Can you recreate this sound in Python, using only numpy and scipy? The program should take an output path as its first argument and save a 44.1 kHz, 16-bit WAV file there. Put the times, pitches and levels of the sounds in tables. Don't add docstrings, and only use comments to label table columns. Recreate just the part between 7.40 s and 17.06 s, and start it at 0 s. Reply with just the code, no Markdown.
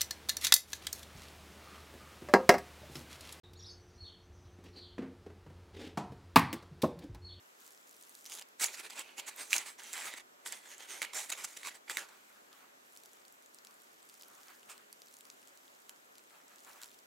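import sys
import numpy as np
from scipy import signal
from scipy.fft import rfft, irfft, next_fast_len
from scipy.io import wavfile
from scipy.ndimage import uniform_filter1d

SR = 44100
rng = np.random.default_rng(int(sys.argv[2]) if len(sys.argv) > 2 else 0)


def wrap_up_sound(samples):
    columns = np.atleast_2d(samples).T
    tamed = np.clip(columns, -1, 1)
    steps = np.round(tamed * 32767).astype(np.int16)
    wavfile.write(sys.argv[1], SR, steps)


N = 426006

# (time of the top [s], level [dB], rise [s], fall [s], hiss over body [dB])
SLIPS = [(0.869, -52, 0.007, 0.012, 5), (0.935, -48, 0.036, 0.049, 6), (0.992, -47, 0.0078, 0.0038, 2),
         (1.022, -51.5, 0.012, 0.003, -6), (1.2, -41, 0.0022, 0.077, 1), (1.216, -35, 0.0082, 0.036, 25),
         (1.244, -31, 0.024, 0.0043, 5.5), (1.26, -37, 0.0022, 0.0098, 11), (1.29, -52, 0.02, 0.03, -5),
         (1.347, -46, 0.021, 0.01, 6), (1.4, -46, 0.034, 0.015, -1.5), (1.455, -49, 0.023, 0.02, -2),
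         (1.505, -48, 0.0073, 0.0054, 2), (1.529, -51.5, 0.014, 0.011, -3.5),
         (1.601, -44, 0.038, 0.02, -2.5), (1.66, -58, 0.044, 0.08, -9), (1.798, -40, 0.017, 0.0068, -1.5),
         (1.82, -57, 0.023, 0.047, -11), (1.887, -40.5, 0.014, 0.01, 4), (1.92, -57.5, 0.045, 0.043, -6),
         (2.008, -44.5, 0.031, 0.035, 2), (2.088, -55.5, 0.072, 0.024, 4.5),
         (2.112, -48, 0.0076, 0.012, 17), (2.147, -37, 0.029, 0.026, 6), (2.163, -34.5, 0.0091, 0.008, -6),
         (2.19, -43.5, 0.038, 0.045, -4), (2.267, -46, 0.011, 0.047, 0), (2.396, -51.5, 0.012, 0.017, -3),
         (2.439, -51.5, 0.019, 0.19, 0.5), (2.537, -45, 0.0045, 0.0081, -1),
         (2.589, -42.5, 0.051, 0.046, -0.5), (2.661, -42, 0.024, 0.038, -2.5),
         (2.738, -48, 0.024, 0.02, -7.5), (2.782, -45, 0.013, 0.006, -2.5),
         (2.802, -52.5, 0.008, 0.0098, -7), (3.063, -41.5, 0.007, 0.023, 5.5),
         (3.123, -45, 0.002, 0.016, -11), (3.132, -51.5, 0.053, 0.057, 0.5),
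         (3.271, -56.5, 0.042, 0.012, -3), (3.322, -52, 0.035, 0.03, 0.5), (3.402, -53, 0.004, 0.013, -7),
         (3.434, -53, 0.052, 0.03, -1.5), (3.505, -48, 0.022, 0.11, 1.5), (3.62, -37, 0.0021, 0.012, -2.5),
         (3.647, -41, 0.014, 0.005, -4), (3.67, -54, 0.037, 0.049, -25), (3.735, -42.5, 0.002, 0.0045, -3),
         (3.76, -39, 0.017, 0.077, 3), (3.905, -38, 0.01, 0.0036, 4), (3.922, -36.5, 0.0036, 0.012, 2.5),
         (3.952, -51, 0.0051, 0.008, -1), (3.989, -47, 0.02, 0.06, 0.5), (4.048, -36.5, 0.007, 0.0059, 9),
         (4.084, -53, 0.013, 0.074, 3), (4.174, -45.5, 0.0069, 0.0022, 1), (4.19, -55.5, 0.03, 0.059, 2),
         (4.277, -40.5, 0.028, 0.015, -1), (4.312, -54.5, 0.0096, 0.024, -4),
         (4.354, -53.5, 0.013, 0.018, 0.5), (4.481, -52, 0.003, 0.005, -17),
         (4.514, -40, 0.015, 0.0055, -2.5), (4.544, -49.5, 0.041, 0.049, 1.5),
         (4.583, -41.5, 0.006, 0.025, -2), (4.62, -49.5, 0.03, 0.032, -5), (4.69, -56, 0.0036, 0.006, 2),
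         (4.7, -62.5, 0.03, 0.067, -10), (7.3, -48, 0.008, 0.027, 0)]


def amp(db):
    return 10 ** (np.asarray(db) / 20)


def unit(x):
    return x / np.sqrt(np.mean(x ** 2) + 1e-20)


def along(points, hz):
    f, value = np.transpose(points)
    return np.interp(np.log(hz + 1), np.log(f + 1), value)


def filtered(x, response):
    size = next_fast_len(N + 8192)
    hz = np.fft.rfftfreq(size, 1 / SR)
    return irfft(rfft(x, size) * response(hz), size)[..., :N]


def coloured(x, spectrum):
    return unit(filtered(x, lambda hz: amp(along(spectrum, hz))))


def grit(grain_db, patchy_db):
    catches = amp(grain_db * unit(uniform_filter1d(rng.standard_normal(N), size=40)))
    bins = signal.stft(catches * rng.standard_normal((2, N)), nperseg=256)[2]
    patches = rng.standard_normal(bins.shape[1:])
    patches = uniform_filter1d(patches, size=4, axis=0)
    patches = uniform_filter1d(patches, size=14, axis=1)
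    return signal.istft(bins * amp(patchy_db * unit(patches)), nperseg=256)[1][:, :N]


def ticks(s, db, hz, t60, crack, crack_t60, overtone, low_share):
    t = np.arange(600) / SR
    phase = 2 * np.pi * hz[:, None] * t
    ring = amp(-60 * t / t60[:, None]) * (np.sin(phase) + overtone * np.sin(1.69 * phase))
    noise = uniform_filter1d(rng.standard_normal((len(s), len(t))), size=2)
    burst = crack * amp(-60 * t / crack_t60) * noise
    onset = 1 - np.exp(-t / 0.000085)
    f = np.fft.rfftfreq(len(t), 1 / SR)
    radiated = (1j * f / (low_share * hz[:, None] + 1j * f)) ** 4
    softened = (1 + 1j * f / 13000) ** 2
    shape = irfft(rfft(onset * (ring + burst)) * radiated / softened)
    shape *= (amp(db) / np.abs(shape).max(axis=1))[:, None]
    at = np.round(s * SR).astype(int)[:, None] + np.arange(len(t))
    return np.bincount(at.ravel(), shape.ravel(), N + len(t))[:N]


def kitchen():
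    # (centre [Hz], half width [Hz], relative level [dB])
    hum = [(215, 4.4, 4), (268, 5.7, 4.5), (360, 5.1, -10), (418, 13.8, -3.5), (577, 12.98, -1),
           (724, 3.3, 3.5)]
    # (frequency [Hz], relative level per Hz [dB])
    room_colour = [(25, -8.5), (60, -1.5), (85, -15.5), (130, -10.5), (230, -2.5), (380, -0.5), (800, -4.5),
                   (1400, -5.5), (2200, -8), (5000, -13.5), (7600, -10.5), (9500, -19.5), (12000, -13),
                   (16000, -22)]
    # (frequency [Hz], side over mid [dB])
    room_width = [(60, -10), (110, -4.5), (200, -7.5), (380, -1.5), (700, 6), (1290, 7.5), (2380, 4),
                  (4400, 1.5), (8120, -1), (15000, -0.5)]
    level_db = -64

    def drones(hz):
        peaks = sum(amp(db) / (1 + ((hz - centre) / width) ** 2) for centre, width, db in hum)
        return 1 + 0.5 * peaks

    mid, side = grit(grain_db=-0.16, patchy_db=0.88)
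    side = filtered(side, lambda hz: amp(along(room_width, hz)))
    mid, side = coloured(filtered(np.array([mid, side]), drones), room_colour)
    return amp(level_db) * np.array([mid + side, mid - side])


def table(x):
    t = np.arange(SR // 8) / SR
    t60_s, first_s = 0.099, 0.0015
    tail = rng.standard_normal((2, len(t))) * amp(-60 * t / t60_s) * (t > first_s)
    mono = x.mean(axis=0)[None]
    return signal.fftconvolve(mono, tail / np.linalg.norm(tail[0]), axes=1)[:, :N]


def slip_colour(hz, hiss_db, thud_db, body_hz, hiss_hz):
    # (frequency [Hz], relative level per Hz [dB])
    body_colour = [(400, -21.5), (800, -2.5), (1500, -2.5), (2500, -4), (3800, -4), (4800, -8),
                   (6500, -35.5)]
    hiss_colour = [(3000, -36), (4600, -7), (6500, -1.5), (8500, -3), (10600, -5.5), (13000, -12),
                   (16500, -15)]
    thud_colour = [(100, -29), (220, -5.5), (400, 4.5), (800, 1.5), (1100, -18.5)]

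    def lift(centre, width, db):
        return 1 + amp(db) / (1 + ((hz - centre) / width) ** 2)

    low_lift = lift(body_hz, 220, 4.5 - .3 * hiss_db)
    high_lift = lift(1.74 * body_hz, 200, -6)
    body = unit(amp(along(body_colour, hz)) * low_lift * high_lift)
    hiss = amp(hiss_db) * unit(amp(along(hiss_colour, hz)) * lift(hiss_hz, 360, 0.94))
    thud = amp(thud_db) * unit(amp(along(thud_colour, hz)))
    return np.sqrt((body ** 2 + hiss ** 2 + thud ** 2) / (1 + amp(hiss_db) ** 2))


def paper_scrape():
    # (time [s], body ring [Hz])
    fold = [(0.9, 3220), (1.25, 2220), (1.65, 2500), (1.88, 2600), (2.0, 2100), (2.15, 2350), (2.5, 2150),
            (3.1, 2010), (3.42, 1750), (3.52, 2200), (4.3, 2180), (4.55, 1970), (4.62, 1470)]
    hiss_ring_hz, hiss_ring_spread = 7420, 0.11
    ripple_db = 1.6
    scrape = np.zeros((2, N))
    catches = unit(grit(grain_db=2.0, patchy_db=2))
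    span = np.arange(-12288, 12288)
    lag, hz = span / SR, np.fft.rfftfreq(len(span), 1 / SR)
    for s, db, rise, fall, hiss_db in SLIPS:
        bell = amp(db - 6.73 * (lag / np.where(lag < 0, rise, fall)) ** 2)
        run = catches[:, (rng.integers(N) + span) % N]
        body_hz = np.interp(s, *np.transpose(fold))
        hiss_hz = hiss_ring_hz * np.exp(hiss_ring_spread * rng.normal())
        thud_db = -12 - 0.2245 * (db + 46.5)
        scatter = unit(uniform_filter1d(rng.standard_normal(len(hz)), size=150))
        ripple = unit(amp(ripple_db * scatter))
        colour = ripple * slip_colour(hz, hiss_db, thud_db, body_hz, hiss_hz)
        scrape[:, round(s * SR) + span] += bell * irfft(rfft(run) * colour)
    return scrape


def pleats():
    # (time [s], peak [dB], ring [Hz])
    buckles = [(1.1974, -31, 8494), (1.2424, -14, 7194), (1.2633, -30, 7110), (1.2839, -35, 3470),
               (1.398, -35.5, 10200), (1.5056, -36, 4870), (1.594, -27.5, 7800), (1.777, -44, 2480),
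               (1.7983, -32, 3020), (1.868, -45, 2523), (1.9622, -37, 13050), (2.1064, -30, 6506),
               (2.12, -29.5, 2370), (2.1304, -8, 2400), (2.1401, -19, 2720), (2.164, -15, 6500),
               (2.1817, -17.5, 6420), (2.3946, -43, 1890), (2.4027, -42, 1550), (2.419, -40, 1530),
               (2.4354, -37.5, 7740), (2.531, -27, 7260), (2.536, -28, 7800), (2.7382, -33, 1800),
               (3.062, -31, 1580), (3.075, -31, 8500), (3.1234, -26, 7540), (3.381, -39, 7650),
               (3.618, -20, 2150), (3.629, -22, 2100), (3.6496, -32, 2150), (3.7338, -38, 7400),
               (3.9013, -26, 7725), (3.935, -39, 2740), (4.0469, -42, 6700), (4.1727, -33, 7442),
               (4.232, -33.5, 2030), (4.2497, -32, 2140), (4.271, -29, 5960), (4.4974, -23.5, 1690),
               (4.5707, -17.5, 2130)]
    s, db, hz = np.transpose(buckles)
    t60 = np.full(len(s), 0.0062)
    return ticks(s, db, hz, t60, crack=0.49, crack_t60=0.013, overtone=0.19, low_share=0.42)


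def creases(scrape):
    when, size, pitch = rng.random((900, 3)).T
    first_s, last_s = SLIPS[0][0], SLIPS[-2][0]
    when = when * (last_s - first_s) + first_s
    effort = np.sqrt(np.abs(uniform_filter1d(scrape ** 2, size=441)))
    effort_db = 20 * np.log10(effort[(when * SR).astype(int)] + 1e-9)
    db = effort_db + 3 - 0.73 * np.log(size + 0.09)
    hz = 1600 * 5.5 ** pitch
    return ticks(when, db, hz, 20 / hz, crack=1.0, crack_t60=0.0033, overtone=0.21, low_share=0.55)


def bumps():
    # (time [s], peak [dB])
    knocks = [(1.212, -48.5), (2.131, -55), (2.739, -51), (3.123, -56), (3.618, -47.5), (4.498, -52),
              (4.571, -50)]
    s, db = np.transpose(knocks)
    hz, t60 = np.full(len(s), 300), np.full(len(s), 0.045)
    return ticks(s, db, hz, t60, crack=0, crack_t60=.005, overtone=0.92, low_share=0.35)


def paper():
    # (frequency [Hz], left-right likeness [1 = same])
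    alike = [(300, 0.95), (900, 0.865), (2000, 0.8), (7000, 0.89), (11000, 0.8366), (15000, 0.3854)]
    # (frequency [Hz], left over right [dB])
    pan = [(300, 1), (1200, -3), (7000, -3), (13000, 0)]
    scrape = paper_scrape()
    mid = scrape[0] + pleats() + creases(scrape[0]) + bumps()
    side = filtered(scrape[1], lambda hz: np.tan(np.arccos(np.clip(along(alike, hz), -.9, 1)) / 2))
    return filtered(np.array([mid + side, mid - side]), lambda hz: amp(np.outer([.5, -.5], along(pan, hz))))


def rubbing():
    # (time of the top [s], level [dB], half length [s], centre [Hz])
    shifts = [(0.234, -70, 0.063, 1500), (0.696, -72, 0.09, 1500), (4.732, -65, 0.081, 1410),
              (4.928, -66, 0.11, 1390), (5.198, -62.5, 0.09, 1390), (5.78, -73.5, 0.15, 1300),
              (6.33, -71, 0.13, 1300), (6.95, -67, 0.13, 1310), (7.105, -60, 0.064, 1700),
              (7.334, -62, 0.055, 1400), (7.408, -68, .04, 1700), (7.901, -73, 0.055, 1300),
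              (8.127, -73, .1, 1300), (8.511, -68, 0.028, 1300), (8.96, -64, 0.046, 1400),
              (9.133, -65.5, 0.048, 1600), (9.292, -58.5, 0.039, 1160), (9.36, -60, 0.034, 1150),
              (9.425, -59, 0.041, 1500)]
    # (frequency [Hz], relative level per Hz [dB])
    rub_colour = [(400, -14.5), (800, -2.5), (1300, 1.5), (1900, -5.5), (2600, -7.5), (5000, -16)]
    out, span = np.zeros((2, N + SR)), np.arange(-8192, 8192)
    skin = unit(grit(grain_db=2.0, patchy_db=3.0))
    hz = np.fft.rfftfreq(len(span), 1 / SR)
    for s, db, half, centre_hz in shifts:
        colour = unit(amp(along(rub_colour, hz * 1300 / centre_hz)))
        run = irfft(rfft(skin[:, (rng.integers(N) + span) % N]) * colour)
        out[:, round(s * SR) + span] += amp(db - 8.2 * (span / SR / half) ** 2) * run
    return out[:, :N]


def crust(s, db, hz):
    low_share = np.clip(.3 - .012 * (db + 38.5), .1, .45)[:, None]
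    return ticks(s, db, hz, 14 / hz, crack=1.1, crack_t60=0.0048, overtone=0.16, low_share=low_share)


def loaf():
    # (time [s], crumb fizz [dB])
    pull = [
        [(0.0, -74.5), (0.18, -73), (0.205, -61.5), (0.3, -65.5), (0.45, -71), (0.75, -62.5), (0.86, -65)],
        [(4.72, -72), (4.84, -73.5), (5.34, -80), (5.56, -68.5), (5.95, -74.5), (6.4, -73), (6.82, -67.5),
         (7.13, -68), (7.5, -75.5), (7.7, -68.5), (8.1, -71.5), (8.5, -72), (8.6, -74.5), (9.0, -74),
         (9.25, -68), (9.4, -67.5), (9.44, -61), (9.48, -67), (9.66, -75)],
    ]
    # (frequency [Hz], relative level per Hz [dB])
    crumb_colour = [(1500, -35.5), (3000, -4.5), (5000, -5), (7400, 3.5), (10000, -4), (16000, -3)]
    # (time [s], peak [dB], ring [Hz])
    cracks = [(0.2652, -38, 7640), (0.2773, -42, 7628), (0.307, -44, 10250), (0.3208, -46, 11930),
              (0.348, -47, 8100), (0.4749, -46, 6334), (0.4939, -44, 13960), (0.5114, -42, 11360),
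              (0.566, -45, 11700), (0.6123, -42, 8858), (0.6254, -39, 9730), (0.636, -43, 6550),
              (0.6944, -38, 10600), (0.752, -37, 9950), (0.7905, -43, 8300), (0.8104, -41.5, 7800),
              (0.844, -40, 6460), (0.855, -33, 6300), (0.8618, -32.5, 10290), (0.8984, -36, 7190),
              (0.921, -29, 6300), (0.9274, -33, 6670), (0.9405, -34, 7580), (0.9508, -30.5, 10700),
              (0.9746, -35, 6930), (0.9864, -36, 3734), (0.9959, -29, 8636), (1.0128, -33, 7020),
              (1.0236, -34.5, 6300), (1.0874, -47, 11900), (4.896, -48, 11710), (5.1294, -42, 4434),
              (5.5527, -47, 11240), (5.5636, -43.5, 4200), (5.5737, -36, 13570), (5.6355, -43.5, 8550),
              (5.6584, -39.5, 7914), (5.7325, -44, 7540), (5.8516, -45, 4670), (5.8816, -41, 8828),
              (5.9244, -45, 11910), (6.024, -47, 11500), (6.0608, -44, 6790), (6.1459, -40, 12900),
              (6.1868, -39.5, 5150), (6.249, -38, 7750), (6.271, -35.5, 5600), (6.3098, -47, 8291),
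              (6.3415, -48, 7280), (6.419, -47, 12400), (6.6289, -43.5, 8100), (6.6905, -43.5, 9700),
              (6.6971, -40.5, 7710), (6.7414, -41.5, 6967), (6.8114, -40, 5250), (6.8229, -38, 11370),
              (6.8335, -39.5, 5130), (6.883, -41.5, 13180), (7.0328, -41.5, 7066), (7.083, -41, 4900),
              (7.231, -44.5, 3010), (7.379, -41.5, 8020), (7.528, -32.5, 10150), (7.6191, -37.5, 6600),
              (7.6596, -48, 5810), (7.6708, -44, 5430), (7.7404, -43, 9002), (7.768, -43, 9300),
              (7.8085, -39.5, 7760), (7.853, -42, 5840), (7.901, -34.5, 5814), (8.017, -49, 7385),
              (8.029, -48, 2930), (8.0742, -43, 6630), (8.0824, -44.5, 7060), (8.1746, -42, 5870),
              (8.28, -46, 3340), (8.4942, -31.5, 5860), (8.755, -45, 5000), (8.7822, -41, 6960),
              (8.794, -47.5, 2534), (8.8995, -46.5, 3380), (8.9068, -51, 2110), (9.0817, -43.5, 6850),
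              (9.1593, -44, 7190), (9.184, -44, 6500), (9.2047, -44, 6850), (9.248, -41.5, 7100),
              (9.3238, -44, 8660), (9.4175, -38, 6680), (9.4269, -34, 6638), (9.4337, -31, 7100),
              (9.4438, -36, 6500), (9.4873, -46, 3960), (9.5156, -46, 4277), (9.5896, -45, 7531)]
    now = np.arange(N) / SR
    before, after = pull
    busy = (now > before[-1][0]) & (now < after[0][0])
    fizz = amp(np.interp(now, *np.transpose(np.concatenate(pull))))
    fizz = np.where(busy, 0, fizz)
    soft = fizz * coloured(grit(grain_db=4.5, patchy_db=1.5), crumb_colour) + rubbing()

    when, size, pitch = rng.random((1300, 3)).T
    when = when * (N - 1) / SR
    fizz_db = 20 * np.log10(fizz[(when * SR).astype(int)] + 1e-9)
    faint_db = fizz_db + 10 - 4 * np.log(size + 0.047)
    faint = crust(when, faint_db, 3500 * 3.5 ** pitch)

    mid = soft[0] + crust(*np.transpose(cracks)) + faint
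    side = amp(-8) * soft[1]
    return np.array([mid + side, mid - side]) * amp([[-.4], [.4]])


def scene():
    near = paper() + loaf()
    return near + amp(-12.0) * table(near) + kitchen()


def record(dry):
    bass_hz, top_hz = 110, 15900

    def response(hz):
        low_cut = (1j * hz / (bass_hz + 1j * hz)) ** 2
        return low_cut / (1 + (hz / top_hz) ** 120)

    return filtered(dry, response)


dry = scene()
out = record(dry)
wrap_up_sound(out)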